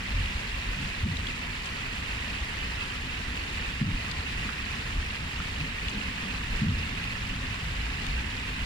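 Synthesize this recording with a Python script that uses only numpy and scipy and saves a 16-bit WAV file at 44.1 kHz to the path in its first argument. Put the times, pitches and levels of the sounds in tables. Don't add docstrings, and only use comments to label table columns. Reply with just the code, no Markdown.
import sys
import numpy as np
from scipy import signal
from scipy.fft import rfft, irfft, next_fast_len
from scipy.io import wavfile
from scipy.ndimage import uniform_filter1d

SR = 44100
rng = np.random.default_rng(int(sys.argv[2]) if len(sys.argv) > 2 else 0)


def bounce(signal):
    frames = np.transpose(np.atleast_2d(signal))
    limited = np.clip(frames, -1, 1)
    pcm = np.round(limited * 32767).astype(np.int16)
    wavfile.write(sys.argv[1], SR, pcm)


N = 381465
TIME = np.arange(N) / SR


def from_db(db):
    return 10 ** (np.asarray(db) / 20)


def rms_one(x):
    return x / np.sqrt(np.mean(x ** 2) + 1e-20)


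def in_time(rows):
    return np.interp(TIME, *np.transpose(rows))


def per_bin(points):
    hz, value = np.transpose(points)
    bins_hz = np.fft.rfftfreq(next_fast_len(N), 1 / SR)
    return np.interp(np.log(bins_hz + 1e-3), np.log(hz), value)


def shaped(x, response):
    size = next_fast_len(N)
    return irfft(rfft(x, size) * response, size)[..., :N]


def butter(x, hz, kind, order=2):
    corners_hz = np.clip(hz, 10, .45 * SR)
    return signal.sosfilt(signal.butter(order, corners_hz, kind, fs=SR, output="sos"), x)


def drift(rate):
    step = 40
    r = np.exp(-2 * np.pi * rate * step / SR)
    white = rng.standard_normal(N // step + 2002)
    slow = signal.lfilter([1], [1, -2 * r, r * r], white)[2000:]
    return np.interp(np.arange(N) / step, np.arange(len(slow)), rms_one(slow))


def ring(clicks, hz, t60):
    r = from_db(-60 / (t60 * SR))
    w = 2 * np.pi * hz / SR
    return signal.lfilter([1, 0, -1], [1, -2 * r * np.cos(w), r * r], clicks + 1e-18)


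def even_noise(x, size):
    return x / np.sqrt(uniform_filter1d(x ** 2, size=size) + 1e-12)


def swell(s, db, hz, half_length_s, waver):
    t = TIME[:SR] - .5
    unevenness = np.interp(t * hz, np.arange(-100, 100), rng.standard_normal(200))
    turns = hz * t + waver * unevenness
    envelope = np.sqrt(2) * from_db(db) * np.exp(-.5 * (t / half_length_s) ** 2)
    wave = envelope * np.cos(2 * np.pi * turns)
    return np.interp(TIME, s + t, wave, left=0, right=0)


def bubbles(per_s, spread_db, cycles, clump_db, clumps_per_s, count=26):
    pitches = np.geomspace(350, 14000, count)
    shares = pitches ** .8 / np.sum(pitches ** .8)
    out = np.zeros(N)
    for hz, share in zip(pitches, shares):
        born = int(per_s * share * N / SR) + 1
        at, chance, sign = rng.random((born, 3)).T
        clumps = rng.standard_normal(int(clumps_per_s * N / SR) + 1)
        clump = clumps[(at * len(clumps)).astype(int)]
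        sizes_db = spread_db * np.minimum(-np.log(1 - chance), 5) + clump_db * clump
        clicks = np.bincount((at * N).astype(int), from_db(sizes_db) * np.sign(sign - .5), N)
        out += np.sqrt(hz) * rms_one(ring(clicks, hz, cycles / hz))
    return rms_one(out)


def bubble(t, hz, cycles, rise):
    age = t * hz / cycles
    tone = np.sin(2 * np.pi * hz * t * (1 + rise * np.minimum(age, 1)))
    return tone * np.exp(-np.log(1000) * age)


def plinks(per_s, spread_db, cycles, rise):
    at, pitch, chance = rng.random((int(per_s * N / SR), 3)).T[:, :, None]
    hz = np.geomspace(900, 6000, 1000)[(pitch * 1000).astype(int)]
    lag = np.arange(SR // 25)
    sizes = hz * from_db(spread_db * np.minimum(-np.log(1 - chance), 4))
    notes = sizes * bubble(lag / SR, hz, cycles, rise)
    places = (at * N).astype(int) + lag
    return rms_one(np.bincount(places.ravel(), notes.ravel(), N)[:N])


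def splashing(wash_db, spray_db, plink_db, slap_db, slap_rate):
    swarm = bubbles(per_s=12000, spread_db=2.5, cycles=15.4, clump_db=1.17, clumps_per_s=45)
    pool = from_db(plink_db) * plinks(per_s=240, spread_db=1.5, cycles=79, rise=0.047)
    ticks = (rng.random(N) < 700 / SR) * rng.standard_normal(N)
    spray = from_db(spray_db) * rms_one(butter(ticks, 2700, "high", order=1))
    direct = (swarm + spray) * from_db(slap_db * drift(slap_rate))
    wash = from_db(wash_db) * rng.standard_normal(N)
    return rms_one(direct + pool + wash)


def cascade(surge_db, surge_rate):
    # hz, density_db (per Hz)
    left_colour = [(420, -10.5), (640, -14), (900, -10.5), (1620, -13), (1830, -5.5), (2200, -11.5),
                   (2480, -6), (3000, -14.5), (3600, -12), (4400, -14), (5900, -23), (7700, -22.5),
                   (9000, -29), (14000, -38.5)]
    right_colour = [(400, -11), (660, -16.5), (1130, -11), (1450, -10.5), (1680, -4.5), (2330, -7),
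                    (2650, -0.14), (3150, -10.5), (4100, -23), (6400, -26.5), (7600, -28.5), (8400, -35),
                    (10500, -33), (14000, -40)]
    # hz, share (0-1)
    likeness = [(430, 0.95), (880, 0.29), (1150, 0.62), (1600, 0.03), (1800, 0.48), (2250, 0.13),
                (2550, 0.87), (3400, 0.25), (4100, 0.19), (5000, 0.44), (6000, 0.4), (9000, 0.4)]
    # hz, lead_rad
    left_lead = [(400, 1.18), (800, 1.86), (1400, 1.54), (1650, 2.5), (2150, 7.85), (2400, 8.12),
                 (3100, 11.74), (5300, 13), (5950, 14.2), (6500, 21.6), (8400, 29.67)]
    water_db = -35

    common, left, right = [splashing(wash_db=-0.5, spray_db=-5.5, plink_db=-7.0, slap_db=1.36,
                                     slap_rate=22.0) for _ in range(3)]
    alike = np.clip(per_bin(likeness), 0, 1)
    shared, own = np.sqrt(alike), np.sqrt(1 - alike)
    left_response = np.array([shared, own]) * from_db(per_bin(left_colour))
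    left = shaped(np.array([common, left]), left_response).sum(axis=0)
    late = shared * np.exp(-1j * per_bin(left_lead))
    right_response = np.array([late, own]) * from_db(per_bin(right_colour))
    right = shaped(np.array([common, right]), right_response).sum(axis=0)
    water = rms_one(butter(np.array([left, right]), 110, "high"))
    return water * from_db(water_db + surge_db * drift(surge_rate))


def rumble(side_db, lump_db):
    # hz, density_db (per Hz)
    colour = [(6, -28), (12, -10.5), (25, -6), (45, -0.5), (70, -3.5), (100, -6.5), (140, -11.5),
              (210, -11.5), (270, -14.5), (330, -29), (500, -61)]
    # time_s, level_db
    level = [(0, -36.5), (2.5, -38), (5.4, -37), (6.8, -35.5), (8.65, -35.5)]
    response = from_db(per_bin(colour))
    mid, side = [rms_one(shaped(rng.standard_normal(N), response)) for _ in range(2)]
    stereo = mid + from_db(side_db) * side * [[1], [-1]]
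    return stereo * from_db(in_time(level) + lump_db * drift(6.8))


def stray_drops():
    per_s, level_db, low_hz, high_hz = 11, -45.5, 1670, 3690
    splash_s, bubble_db, tick_db, pan_db = 0.0037, 2, -16, 7
    chances = rng.random((int(per_s * N / SR), 3))
    return [(when * TIME[-1], level_db, low_hz * (high_hz / low_hz) ** pitch,
             splash_s, bubble_db, tick_db, pan_db * (2 * side - 1)) for when, side, pitch in chances]


def drops(cycles, rise, attack_s):
    # start_s, level_db, pitch_hz, splash_s, bubble_db, tick_db, left_minus_right_db
    near_drops = [(.061, -32, 1900, .005, 1, -22, -2), (.258, -33, 2800, .004, 4, -18, -2),
                  (.272, -35, 2770, .005, 2, -18, -4), (.73, -32, 1760, .0055, -4, -18, -5),
                  (1.168, -29.5, 3730, 0.0033, -2, -11, 8), (1.269, -29, 3300, 0.0032, 3, -16, 7),
                  (1.656, -35, 3700, 0.0046, -10, -4, 8), (2.338, -30, 2700, .004, -3, -20, 0),
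                  (4.081, -36.5, 1180, .0044, -1, -5, 3), (4.113, -30.3, 4500, 0.0038, -18, -10, 11),
                  (4.146, -39, 1030, .004, -2, -20, -2), (4.490, -27, 1550, 0.0058, -7.5, -22, -8),
                  (5.401, -33, 1370, 0.0047, -2, -20, -2), (5.882, -26, 3300, .0045, -7, -17, 5),
                  (5.894, -41, 7300, .005, -1, -14, 5), (6.437, -34, 1760, .003, -1, -20, 7),
                  (7.040, -32, 2490, .004, 0, -16, -2), (7.812, -37, 2750, .003, 0, -20, 0),
                  (8.066, -27.5, 3700, 0.0018, -9, -9, 13)]
    out = np.zeros((2, N))
    t = TIME[:SR // 20]
    for s, db, hz, splash_s, bubble_db, tick_db, pan_db in near_drops + stray_drops():
        white = rng.standard_normal((2, len(t)))
        tick = from_db(tick_db) * rms_one(butter(white[::-1], [3500, 8000], "band"))
        body = rms_one(butter(white, [0.74 * hz, 1.1 * hz], "band"))
        splash = (body + tick) * np.exp(-t / splash_s)
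        trapped = from_db(bubble_db) * bubble(t, hz, cycles, rise)
        drop = from_db(db) * (1 - np.exp(-t / attack_s)) * (splash + trapped)
        start = round(s * SR)
        out[:, start:start + len(t)] += drop[:, :N - start] * from_db([[pan_db / 2], [-pan_db / 2]])
    return out


def breeze_and_late_swings(waver):
    # centre_s, level_db, pitch_hz, half_length_s
    low_swells = [(0.185, -27.5, 44, .048), (0.185, -30.5, 88, 0.04), (0.36, -23, 62.6, 0.0041),
                  (0.519, -33.5, 43.6, 0.024), (0.59, -32.5, 61.5, 0.012), (0.716, -32.5, 44.8, 0.036),
                  (2.425, -27.5, 57.7, 0.009), (1.194, -29, 85, .006), (3.945, -27.5, 38, 0.013),
                  (4.195, -28.5, 66.4, 0.0077), (4.379, -35, 41.6, 0.035), (4.979, -31, 35, .03),
                  (4.996, -33, 76, 0.03), (6.557, -32, 35, 0.044), (6.928, -30.5, 48, 0.01),
                  (7.821, -38, 53, 0.1), (8.10, -36, 32, .03), (8.174, -30.5, 56.6, 0.029),
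                  (8.614, -31, 49.3, 0.024)]
    return sum(swell(s, db, hz, half_length_s, waver) for s, db, hz, half_length_s in low_swells)


def thuds(waver):
    # centre_s, level_db, pitch_hz
    knocks = [(.81, -36, 145.4), (4.47, -40, 199), (5.42, -41, 196), (5.633, -35, 148), (5.969, -35.5, 205),
              (6.259, -41, 193.4), (8.109, -37.5, 144)]
    return sum(swell(s, db, hz, half_length_s=0.029, waver=waver) for s, db, hz in knocks)


def booms(echo_waver, roll_lump_db):
    # centre_s, blow_db, ring_db, echo_db, pitch_hz, rebound_delay_s
    blows = [(1.038, -23.5, -26, -28, 85, 0.0064), (3.817, -18, -30, -27.5, 169, .011),
             (6.622, -18, -28.5, -24.5, 165, 0.01136)]
    # delay_s, level_db, pitch_hz, half_length_s
    echoes = [(.048, 1, 140, 0.0061), (.066, -3.5, 172, 0.0073), (.079, 0.5, 95, 0.012),
              (.094, -4, 152, 0.0083), (0.096, -12.5, 244, .015), (.128, -1, 56, 0.008),
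              (0.165, -8, 80.6, .010)]
    # low_hz, high_hz, level_db, decay_s (time constant)
    roll_bands = [(55.4, 110, -9, 0.24), (130, 280, -11, 0.24)]
    roll_attack_s, blow_half_length_cycles = 0.013, 0.42
    ring_hz, ring_delay_s, ring_half_length_s = 216, 0.0241, 0.01

    out = np.zeros(N)
    rolls = []
    for low_hz, high_hz, _, _ in roll_bands:
        band = butter(rng.standard_normal(N), [low_hz, high_hz], "band", order=4)
        rolls.append(even_noise(band, size=1800) * from_db(roll_lump_db * drift(15)))
    for s, blow_db, ring_db, echo_db, hz, rebound_s in blows:
        half_length = blow_half_length_cycles / hz
        push = swell(s, blow_db, hz, half_length, waver=0)
        pull = swell(s + rebound_s, blow_db, hz, half_length, waver=0)
        hollow = swell(s + ring_delay_s, ring_db, ring_hz, ring_half_length_s, echo_waver)
        out += push - pull + hollow
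        for delay_s, db, echo_hz, half_length_s in echoes:
            out += swell(s + delay_s, echo_db + db, echo_hz, half_length_s, echo_waver)
        t = np.maximum(TIME - s, 0)
        for roll, (_, _, db, decay_s) in zip(rolls, roll_bands):
            envelope = (1 - np.exp(-t / roll_attack_s)) * np.exp(-t / decay_s)
            out += roll * from_db(echo_db + db) * envelope
    return out


def hum():
    # start_s, hold_s, level_db, pitch_hz
    tones = [(2.7, 2.8, -45.5, 66.73), (6.75, 0.89, -45.5, 112.6), (6.735, 0.16, -49.5, 173.6)]
    attack_s, release_s, waver = 0.15, 0.14, 0.0061
    out = np.zeros(N)
    for s, hold_s, db, hz in tones:
        corners = s + np.cumsum([0, attack_s, hold_s, release_s])
        envelope = np.interp(TIME, corners, [0, 1, 1, 0])
        pitch_hz = hz * (1 + waver * drift(2.27))
        tone = np.sin(2 * np.pi * np.cumsum(pitch_hz) / SR)
        out += np.sqrt(2) * from_db(db) * envelope * tone
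    return out


def from_the_left(x):
    lag_s = 0.000256
    return np.array([x[0], np.interp(TIME - lag_s, TIME, x[1])])


def scene():
    water = cascade(surge_db=0.4, surge_rate=6.3)
    near = drops(cycles=85, rise=0.046, attack_s=.0005)
    ground = rumble(side_db=-40, lump_db=1.13)
    low_swells = breeze_and_late_swings(waver=0.13)
    far = thuds(waver=0.11) + booms(echo_waver=0.048, roll_lump_db=2.0) + hum()
    return water + near + from_the_left(far + low_swells + ground)


def gain_control(x, threshold_db, slope, release_db_per_s):
    power = uniform_filter1d(np.mean(x ** 2, axis=0), size=700)
    level = 10 * np.log10(power + 1e-12)
    recovery = release_db_per_s * TIME
    cut = slope * np.maximum(level - threshold_db, 0)
    held = np.maximum.accumulate(cut + recovery) - recovery
    return x * from_db(-uniform_filter1d(held, size=300))


def record(dry):
    levelled = gain_control(dry, threshold_db=-23.0, slope=1.0, release_db_per_s=12.0)
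    low_pass = signal.ellip(10, .2, 80, 13900, fs=SR, output="sos")
    return signal.sosfilt(low_pass, levelled)


dry = scene()
out = record(dry)
bounce(out)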